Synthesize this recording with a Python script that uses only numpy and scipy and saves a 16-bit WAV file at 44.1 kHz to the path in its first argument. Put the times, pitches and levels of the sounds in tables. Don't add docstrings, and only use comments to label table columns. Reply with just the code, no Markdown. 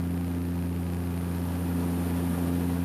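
import sys
import numpy as np
from scipy import signal
from scipy.fft import rfft, irfft, next_fast_len
from scipy.io import wavfile
from scipy.ndimage import uniform_filter1d, map_coordinates

SR = 44100
rng = np.random.default_rng(int(sys.argv[2]) if len(sys.argv) > 2 else 0)


def to_wav(sig):
    pcm = np.clip(np.atleast_2d(sig), -1, 1) * 32767
    pcm = np.round(pcm).astype(np.int16)
    wavfile.write(sys.argv[1], SR, pcm.T)


def gain_from_db(level_db):
    decades = np.asarray(level_db, float) / 20
    return 10 ** decades


N = 125244
BLADES = 3


def unit(x):
    return x / np.sqrt(np.mean(x ** 2) + 1e-20)


def wobble(rate):
    knots = rng.standard_normal(int(N * rate / SR) + 4)
    return map_coordinates(knots, [np.arange(N) * rate / SR])


def filtered(x, response):
    m = next_fast_len(N + 8192)
    return irfft(rfft(x, m) * response(np.fft.rfftfreq(m, 1 / SR)), m)[:N]


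def tone(level_db, phase):
    return np.sqrt(2) * gain_from_db(level_db) * np.cos(phase)


# t/s, level/dB
EXPOSURE = [
    (0, -55.8),
    (.6, -55.9),
    (1.0, -55.3),
    (1.3, -53.4),
    (1.6, -52),
    (1.85, -51),
    (2.1, -50.1),
    (2.35, -50.2),
    (2.64, -50.8),
    (2.84, -52.3),
]


def exposure_db():
    s, db = np.transpose(EXPOSURE)
    level = np.interp(np.arange(N) / SR, s, db)
    return level - level.mean()


def shaft(blade_hz, lag_s):
    blade_cycles = np.cumsum(blade_hz * np.ones(N)) / SR - np.mean(blade_hz) * lag_s
    return 2 * np.pi / BLADES * blade_cycles + 0.03 / BLADES * wobble(6)


# t/s, f/Hz
NEAR_SPEED = [
    (0, 87.1),
    (1.1, 87.07),
    (1.4, 87.2),
    (1.65, 87.1),
    (1.95, 86.95),
    (2.25, 87.1),
    (2.84, 87.25),
]


def near_shaft():
    blade_hz = np.interp(np.arange(N) / SR, *np.transpose(NEAR_SPEED))
    return shaft(blade_hz, lag_s=.0014)


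def far_shaft():
    return shaft(86.95, lag_s=-.00165)


def propeller(turn, orders, skew_rad, gain_db):
    total = 0
    for order, db in orders:
        sway_db = (.05 + .08 * order) * wobble(5.68)
        level_db = db + (order - BLADES) * gain_db + sway_db
        total = total + tone(level_db, order * turn + skew_rad)
    return total


# multiple of shaft rate, level/dB rms
NEAR_ORDERS = [(2, -68), (3, -33.2), (4, -53.5), (5, -53), (6, -54), (8, -55), (9, -36), (10, -55),
               (12, -50), (15, -56), (18, -62)]


def near_propeller(turn, open_db):
    return propeller(turn, NEAR_ORDERS, skew_rad=.75, gain_db=.1 * open_db)


# multiple of shaft rate, level/dB rms
FAR_ORDERS = [
    (3, -60),
    (6, -33),
    (9, -44.5),
    (11, -58),
    (12, -56),
    (15, -60),
]


def far_propeller(turn, open_db):
    return propeller(turn, FAR_ORDERS, skew_rad=2.5, gain_db=.05 * open_db)


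def rush(spectrum, patchy_db):
    z = signal.stft(rng.standard_normal(N + 512), nperseg=512)[2]
    field = uniform_filter1d(rng.standard_normal(z.shape), 6, 0)
    field = uniform_filter1d(field, 4, 1)
    x = signal.istft(z * gain_from_db(patchy_db * unit(field)), nperseg=512)[1][:N]
    f, db = np.transpose(spectrum)

    def response(hz):
        return gain_from_db(np.interp(np.log(hz + 1), np.log(f + 1), db, -120, -120))

    return unit(filtered(x, response))


# f/Hz, level/dB per Hz
ROAR = [(15, -70), (30, -40), (52, -26), (90, -14), (140, -9.5), (200, -4), (300, -4.5), (370, -7.5),
        (1200, -23.5), (1800, -50)]
HISS = [(530, -2), (900, -5), (1680, -8.5), (2180, -11.5), (2470, -13), (2670, -13), (6180, -22),
        (9000, -25), (11700, -40), (19800, -120)]
FIZZ = [(7000, -16), (9000, -12), (10600, -4.5), (11500, -0.5), (12600, 3), (13600, -4), (15000, -14),
        (15700, -26)]


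def slipstream(turn, open_db):
    beat = np.sin(BLADES * turn)
    gust_db = .5 * wobble(45)
    roar_db = -39.5 + .95 * open_db + gust_db
    hiss_db = -48.5 + open_db + gust_db + 0.36 * wobble(60)
    fizz_db = -54 + 1.05 * open_db + gust_db + 0.27 * wobble(39.8)
    roar = gain_from_db(roar_db) * (1 + 0.041 * beat) * rush(ROAR, patchy_db=0.6)
    hiss = gain_from_db(hiss_db) * (1 + 0.076 * beat) * rush(HISS, patchy_db=0.47)
    fizz = gain_from_db(fizz_db) * (1 - 0.055 * beat) * rush(FIZZ, patchy_db=0.6)
    return roar + hiss + fizz


# f/Hz, width/Hz, level/dB
TRIM = [(230, 25, 2), (372, 30, -4), (415, 30, 3), (640, 40, -3), (820, 100, 3), (960, 50, 5),
        (1030, 60, -4), (1200, 80, 2), (1400, 150, 2), (1650, 150, 3), (1850, 80, -3), (2250, 150, -2),
        (2450, 150, 3)]


def trim(x):
    def response(f):
        return gain_from_db(sum(db / (1 + ((f - hz) / (width / 2)) ** 2) for hz, width, db in TRIM))

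    return filtered(x, response)


# t/s, level/dB
STRAYS = [
    (.3378, -28),
    (.5795, -30),
    (.6716, -30),
    (.9242, -30),
    (.947, -30),
    (2.1, -27),
    (2.2735, -27),
    (2.388, -27),
    (2.6095, -28),
]


def window_slaps():
    slap_hz, rise_s, recover_s = 87.0, .000025, .0003
    count = int(N / SR * slap_hz)
    luck = rng.standard_normal((count, 3))
    s = .00465 + np.arange(count) / slap_hz + 0.00011 * luck[:, 0]
    lead = np.arange(count) % BLADES == 0
    lead_db = 1.3 * luck[:, 1] - 5 * np.maximum(s - 1.2, 0)
    other_db = -12 + 4 * luck[:, 1]
    db = -28 + np.where(lead, lead_db, other_db)
    early_s = s - .00042
    early_db = db - 5 + 4 * np.clip(luck[:, 2], -3, 1)
    stray_s, stray_db = np.transpose(STRAYS)
    when = np.concatenate([s, early_s, stray_s])
    size = gain_from_db(np.concatenate([db, early_db, stray_db]))
    hits = np.bincount(np.round(when * SR).astype(int), size * recover_s * SR, N)[:N]

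    def response(f):
        highpass = 1j * f / (250 + 1j * f)
        recovery = 1 + 2j * np.pi * f * recover_s
        rise = (1 + 2j * np.pi * f * rise_s) ** 2
        return highpass / recovery / rise

    return filtered(-hits, response)


# offset in shaft turns, level/dB rms
WHINE_LINES = [(-9, -82), (-6, -80), (-5, -79), (0, -66), (2, -73), (3, -69), (5, -75), (6, -73), (7, -75),
               (8, -71), (11, -76), (12, -76), (14, -75), (23, -81)]


def compressor(turn, open_db):
    intake_hz, width_hz = 9625, 580
    carrier = 2 * np.pi * 9452 * np.arange(N) / SR + .5 * wobble(6)
    lines = 0
    for offset, db in WHINE_LINES:
        phase = carrier + offset * turn + 0.59 * wobble(9.8) + rng.uniform(0, 2 * np.pi)
        lines = lines + tone(db + 1.5 * wobble(9), phase)

    def resonance(f):
        damping = 1j * f * width_hz
        return (damping / (intake_hz ** 2 - f * f + damping)) ** 1.6

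    air = unit(filtered(rng.standard_normal(N), resonance)) * gain_from_db(-59.5 + 1.9 * wobble(25.65))
    chopped_air = (1 + 0.1 * np.cos(BLADES * turn)) * air
    return gain_from_db(1.1 * open_db) * lines + gain_from_db(1.07 * open_db) * chopped_air


# f/Hz, level/dB rms
GEAR_LINES = [
    (1798.8, -68),
    (2469.1, -71),
]


def gearbox(open_db):
    t = np.arange(N) / SR
    total = 0
    for hz, db in GEAR_LINES:
        level_db = db + .5 * open_db + 1.1 * wobble(3.8)
        total = total + tone(level_db, 2 * np.pi * hz * t + .5 * wobble(4))
    return total


def scene():
    open_db = exposure_db()
    near, far = near_shaft(), far_shaft()
    drone = near_propeller(near, open_db) + far_propeller(far, open_db)
    air = trim(slipstream(near, open_db))
    engine = compressor(near, open_db) + gearbox(open_db)
    return (drone + air + window_slaps() + engine)[None]


def roll_off(x):
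    return signal.sosfilt(signal.butter(12, 15640, fs=SR, output="sos"), x)


def record(dry):
    return roll_off(dry)


dry = scene()
out = record(dry)
to_wav(out)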